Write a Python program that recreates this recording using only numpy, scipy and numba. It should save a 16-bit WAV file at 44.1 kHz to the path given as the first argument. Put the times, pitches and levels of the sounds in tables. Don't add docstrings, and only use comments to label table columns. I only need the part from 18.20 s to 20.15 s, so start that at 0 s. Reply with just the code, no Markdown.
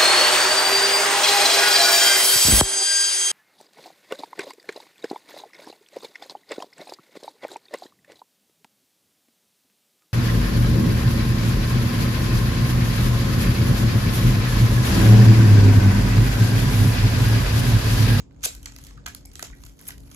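import sys
import numpy as np
from scipy import signal
from scipy.fft import rfft, irfft
from scipy.io import wavfile
from scipy.ndimage import uniform_filter1d
from numba import njit

SR = 44100
rng = np.random.default_rng(int(sys.argv[2]) if len(sys.argv) > 2 else 0)


def transcribe(u):
    v = np.clip(np.atleast_2d(u).T, -1, 1)
    q = np.round(v * 32767).astype(np.int16)
    wavfile.write(sys.argv[1], SR, q)


def field_ratio(decibels):
    return 10 ** (np.asarray(decibels, dtype=float) / 20)


N = 85995
FREQ = np.maximum(np.fft.rfftfreq(2 * N, 1 / SR), 1)


def curve(table):
    table = np.array(table)
    return np.interp(np.log(FREQ), np.log(table[:, 0]), table[:, 1])


def shape(x, gain):
    return irfft(rfft(x, 2 * N) * gain, 2 * N)[..., :N]


def level(x, db):
    return x * field_ratio(db) / np.sqrt(np.mean(x ** 2))


def noise_through(gain, size=(2, N)):
    return shape(rng.standard_normal(size), gain)


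@njit
def rings(start_s, hz, cycles, size, turn, n):
    y = np.zeros(n)
    for k in range(len(start_s)):
        first = int(start_s[k] * SR)
        last = min(n, first + int(7 * cycles[k] * SR / hz[k]))
        rotate = np.exp((2j * np.pi - 1 / cycles[k]) * hz[k] / SR)
        ring = 2.6 * size[k] * np.exp(2j * np.pi * turn[k])
        unrisen, rise = 1., np.exp(-2 / cycles[k] * hz[k] / SR)
        for j in range(max(first, 0), last):
            y[j] += ring.imag * (1 - unrisen)
            unrisen *= rise
            ring *= rotate
    return y


def air():
    # freq_hz, density_db
    rumble = [(22, -58), (45, 8.5), (75, 1.5), (100, -4), (300, -13), (600, -23), (2000, -40.5),
              (7000, -50), (14000, -66)]
    # freq_hz, width_hz, level_db
    resonances = [(49.7, 5.1, -51.5), (68.6, 6.3, -54.5), (148, 8.4, -62.5)]
    # freq_hz, level_db
    fan_lines = [(119, -62), (277, -61.5)]
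    # time_s, level_db
    gusts = [(0.0, -35), (0.086, -57.5), (0.118, -63.5), (0.248, -49.5), (1.124, -47.5), (1.146, -55.5),
             (1.33, -40.5), (1.362, -56), (1.422, -42), (1.586, -55.5), (1.938, -51.5), (1.95, -48)]
    gust_top_hz, gust_mean_db = 95, -48
    fan_drift, fan_waver_db, swell_db = .006, 1.5, 1

    out = level(noise_through(field_ratio(curve(rumble))), -46)
    for hz, width_hz, db in resonances:
        out = out + level(noise_through(1 / (1 + (2 * (FREQ - hz) / width_hz) ** 2)), db)
    swell = level(noise_through(1 / (1 + (FREQ / 3) ** 2), N), 0)
    gust_db = np.interp(np.arange(N) / SR, *np.array(gusts).T)
    bass = shape(out, 1 / (1 + (FREQ / gust_top_hz) ** 4))
    out = out + bass * (field_ratio(gust_db - gust_mean_db) - 1)
    drift, waver = level(noise_through(1 / (1 + FREQ ** 2)), 0)
    warped_s = np.cumsum(1 + fan_drift * drift) / SR
    for hz, db in fan_lines:
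        out = out + np.sqrt(2) * field_ratio(db + fan_waver_db * waver) * np.sin(2 * np.pi * hz * warped_s)
    return out * field_ratio(swell_db * swell)


def room(x):
    early_db, early_t60_s = -6, .012
    late_db, late_t60_s, top_t60_s, split_hz = -2, .2, .094, 7540
    wall_s, rise_s = .006, .01
    t = np.arange(SR // 2) / SR

    def fade(t60_s):
        return np.exp(-np.log(1000) * t / t60_s) / np.sqrt(t60_s * SR / (2 * np.log(1000)))

    late = np.clip((t - wall_s) / rise_s, 0, 1)
    fades = np.array([late * fade(late_t60_s), late * fade(top_t60_s), fade(early_t60_s)])
    low, top, early = rfft(rng.standard_normal((3, 2, len(t))) * fades[:, None], 2 * N)
    dull = 1 / np.sqrt(1 + (FREQ / split_hz) ** 4)
    walls = low * dull + top * (1 - dull) / 2
    return shape(x, field_ratio(late_db) * walls + field_ratio(early_db) * early)


def knocks(count=10):
    # start_s, level_db, pitch_hz, decay_cycles
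    hits = [(0.00212, -51, 4500, 20), (.257, -30.5, 643, 3.04), (.26, -29.5, 518, 3.61),
            (0.77, -41.5, 1504, 17), (1.226, -27.5, 1045, 2.14), (1.194, -28, 1530, 4.24),
            (.861, -19.5, 1572, 4.1), (1.9, -45, 3100, 3.6), (1.227, -25.5, 495, 2.02),
            (1.325, -38.5, 1907, 22), (1.2, -47, 2300, 11), (0.12, -47, 3500, 3.7)]
    s, db, hz, cycles = np.repeat(np.array(hits), count, axis=0).T
    u = rng.random((len(s), 3)).T
    spread = (np.arange(len(s)) % count + u[1]) / count - .5
    return rings(s + cycles / hz * u[0], hz * (1 + .5 * spread), cycles / 2, field_ratio(db - 16.5), u[2], N)


def film(s, db, low_db, high_db, u, count):
    knot_hz = (800, 1700, 3400, 7600, 10500, 13000)
    mean_cycles = 3
    low_late_cycles = .81
    pitch = (np.arange(len(s)) % count + u[0]) / count
    hz = 650 * (15800 / 650) ** (pitch ** .6)
    place = np.interp(np.log(hz), np.log(knot_hz), np.arange(6))
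    knots_db = np.array([low_db - 12, low_db, low_db / 2, 0 * db, high_db, high_db - 6])
    below = np.minimum(place.astype(int), 4)

    def pick(k):
        return np.take_along_axis(knots_db, k[None], axis=0)[0]

    colour_db = pick(below) + (place - below) * (pick(below + 1) - pick(below))
    s = s + low_late_cycles * u[1] / hz
    cycles, size = mean_cycles * (.5 + u[1]), field_ratio(db + colour_db)
    return np.array([rings(s, hz, cycles, size, turn, N) for turn in (u[2], u[2] + 20 * u[0])])


def crackle(count=2500, size=5):
    # time_s, level_db, brightness_db
    grip = [(0, -47, -15), (0.065, -99.5, -14), (0.204, -68.5, -10), (0.235, -46, -5), (.39, -61, -0.5),
            (.526, -61, -4.5), (.656, -57, 3), (.846, -73, -21), (.9, -55, -0.5), (1.036, -72, -10),
            (1.238, -53.5, 5.5), (1.33, -64.5, -8), (1.48, -62, 16), (1.549, -71.5, 6), (1.61, -60.5, 8),
            (1.68, -55, 3), (1.754, -76, 6), (1.95, -54, 8)]
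    base_db, tail_db, low_db = -4, 3.7, -6
    time_s, grip_db, bright_db = np.array(grip).T
    u = rng.random((count, 2)).T
    s = np.repeat(u[0] * N / SR, size)
    louder = -np.repeat(np.log(1 - u[1]), size)
    db = np.interp(s, time_s, grip_db) + base_db + tail_db * louder
    high_db = np.minimum(np.interp(s, time_s, bright_db) + 6, 10)
    return film(s, db, low_db + 0 * s, high_db, rng.random((count * size, 3)).T, size)


def snaps(count=50):
    # start_s, level_db, low_db, high_db
    creases = [(0.1092, -54.5, -3, -17), (0.127, -66, -20, 3), (0.146, -58, -13, -17),
               (0.3501, -32.5, -30, 4), (0.4298, -36.5, -16.5, -1.5), (0.4578, -20, -20, -11.5),
               (0.46, -25.5, -16, -9.5), (0.469, -50, 6, -17), (0.521, -32.5, -18.5, -19),
               (0.5626, -30, -17.5, -8.5), (0.5858, -36, -8, -3), (0.6379, -30.5, -31, -6),
               (0.6685, -32, -24, -3.5), (0.7083, -44.5, -4, -9), (0.7755, -45, -14, -7.5),
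               (0.8643, -21, -18.5, -7.5), (0.8608, -25, -7.5, -14), (0.8735, -38.5, 4, -6),
               (0.8765, -42.5, 5, -15), (0.8682, -36, -5, 0), (0.883, -33.5, -17, 5.5),
               (0.9224, -60, -16, 10), (0.9482, -25.5, -20, -0.5), (1.0104, -49, -20, -24),
               (1.0565, -32.5, -37.5, 0.5), (1.0789, -71, -18, -12),
               (1.1155, -41, -16, -12), (1.1336, -50, -11, 4.5), (1.1553, -24.5, -24, -12.5),
                    (1.164, -34, -23, -12), (1.1938, -29.5, -6.5, -3.5), (1.2256, -21.5, -19, -3.5),
                    (1.2275, -18, -28, -9.5), (1.24, -38, -13, -5), (1.2545, -39, -9, -7),
                    (1.2474, -31.5, -12.5, -28), (1.2994, -53, 8.5, -21), (1.351, -57.5, -27, 9),
                    (1.451, -39, -24, 3), (1.3857, -55, -9, -17), (1.4037, -52, -7, -2),
                    (1.4364, -31, -16, -19), (1.4629, -32, -28, -15), (1.4949, -41, -23, -45),
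                    (1.5905, -42, -20.5, -19), (1.5925, -43, -15, 3.5), (1.595, -44, -14.5, -20),
                    (1.6037, -43.5, -10.5, -18), (1.6127, -59.5, 7, 26.5), (1.7055, -29, -13.5, -10),
                    (1.688, -26.5, -14.5, -4), (1.6925, -40, -3, -4), (1.666, -57, -8, 1),
                    (1.695, -37.5, -10, -7), (1.709, -51, -27, -8), (1.7198, -41, -10.5, -15),
                    (1.7798, -37, -20, -4), (1.8041, -44, -18, -2), (1.9145, -35, -14, -5)]
    # start_s, level_db, low_db, high_db
    first_tear = [(.2312, -21.5, -35, -21), (0.235, -21.5, -19.5, -14), (.238, -14, -19.5, -10.5),
                  (0.2403, -19.5, -18.5, -7), (0.244, -16, -22.5, -9), (0.2464, -15, -22, -11),
                  (0.2486, -20.5, -34, -2.5), (0.2513, -16, -24, -8), (0.2528, -13.5, -28, -16),
                  (.254, -19, -29, -1), (.255, -14.5, -40, -5.5), (0.2566, -10.5, -28, -8.5),
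                  (0.2562, -16.5, -20, -10), (.259, -23, -20, -10)]
    # start_s, level_db, low_db, high_db
    second_tear = [
        (1.673, -45, -17, 6),
        (1.6769, -46, -15, 14),
        (1.679, -53.5, -21, 21),
        (1.6808, -43, -9, 14),
        (1.6842, -51, -16, 16),
        (1.6842, -42, -24, 16.9),
        (1.6848, -46, -3, 15),
        (1.691, -57, -21, 6),
    ]
    tear_offset = [0, 1.5, -2, 5]  # s, dB, low dB, high dB
    spread_s, scatter_db = .0009, 6
    tears = np.vstack([first_tear, second_tear]) + np.array(tear_offset)
    events = np.vstack([creases, tears])
    s, db, low_db, high_db = np.repeat(events, count, axis=0).T
    u = rng.random((len(s), 5)).T
    late = -np.log(1 - u[3]) * u[3]
    db = db - 13.5 - 2 * late + scatter_db * (2 * u[4] - 1)
    return film(s + spread_s * late, db, low_db + 9, high_db + 9, u, count)


def ports(direct, diffuse, share, flip_hz):
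    # freq_hz, share
    likeness = [(60, 0.95), (150, 0.7), (400, 0.12), (800, 0.035), (2500, 0.17), (6000, 0.036)]
    # freq_hz, level_db
    balance = [(60, 2.5), (140, 1.5), (250, -2), (700, -3), (2400, -1)]
    # freq_hz, width_hz
    flips = [(7700, 2200), (10450, 1500), (13500, 900)]
    lag_s, bass_hz, shared_hz = .000155, 900, 6200
    fold_side = .35

    shared = np.clip((FREQ - shared_hz) / 1000, 0, 1)
    like = np.maximum(np.clip(curve(likeness), .05, 1), share * shared)
    other = shape(diffuse[0], like) + shape(diffuse[1], np.sqrt(1 - like ** 2))
    fold_like = like ** fold_side
    beside = shape(direct[0], fold_like) + shape(direct[1], np.sqrt(1 - fold_like ** 2))
    turns = FREQ * lag_s * FREQ ** 2 / (FREQ ** 2 + bass_hz ** 2)
    steps = 1
    for hz, width_hz in flips:
        steps = steps + np.clip(.5 + (FREQ - hz) / max(flip_hz, width_hz), 0, 1) / 2
    lead = np.exp(2j * np.pi * (turns + shared * (steps - turns)))
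    lean = field_ratio(curve(balance) * (1 - shared) / 2)
    return np.array([shape(direct[0] + diffuse[0], lean), shape(beside + other, lead / lean)])


def scene():
    # start_s, end_s
    joined_spans = [(0, .345), (.375, .427), (.436, .455), (.466, .53), (.61, .635), (.68, .7), (.78, .855),
                    (.96, 1.05), (1.14, 1.153), (1.16, 1.222), (1.231, 1.34), (1.4, 1.435), (1.51, 1.585),
                    (1.725, 1.76), (1.8, 2)]
    direct = snaps() + crackle() + knocks()
    diffuse = room(direct[0]) + air()
    t = np.arange(N) / SR
    joined = uniform_filter1d(sum(1. * (t >= a) * (t < b) for a, b in joined_spans), size=256)
    return joined * ports(direct, diffuse, 1., 900) + (1 - joined) * ports(direct, diffuse, .9, 2400)


def roll_off(x):
    return signal.sosfilt(signal.butter(12, 16540, fs=SR, output="sos"), x)


def record(dry):
    # freq_hz, gain_db
    capsule = [(300, -0.5), (3000, -1.5), (5500, 0), (7000, 4), (8600, 4), (10200, -2), (13000, -0.5),
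               (16000, 3)]
    top_cut = signal.ellip(8, .2, 70, 16100, fs=SR, output="sos")
    mix = shape(signal.sosfilt(top_cut, dry), field_ratio(curve(capsule)))
    return roll_off(mix)


dry = scene()
out = record(dry)
transcribe(out)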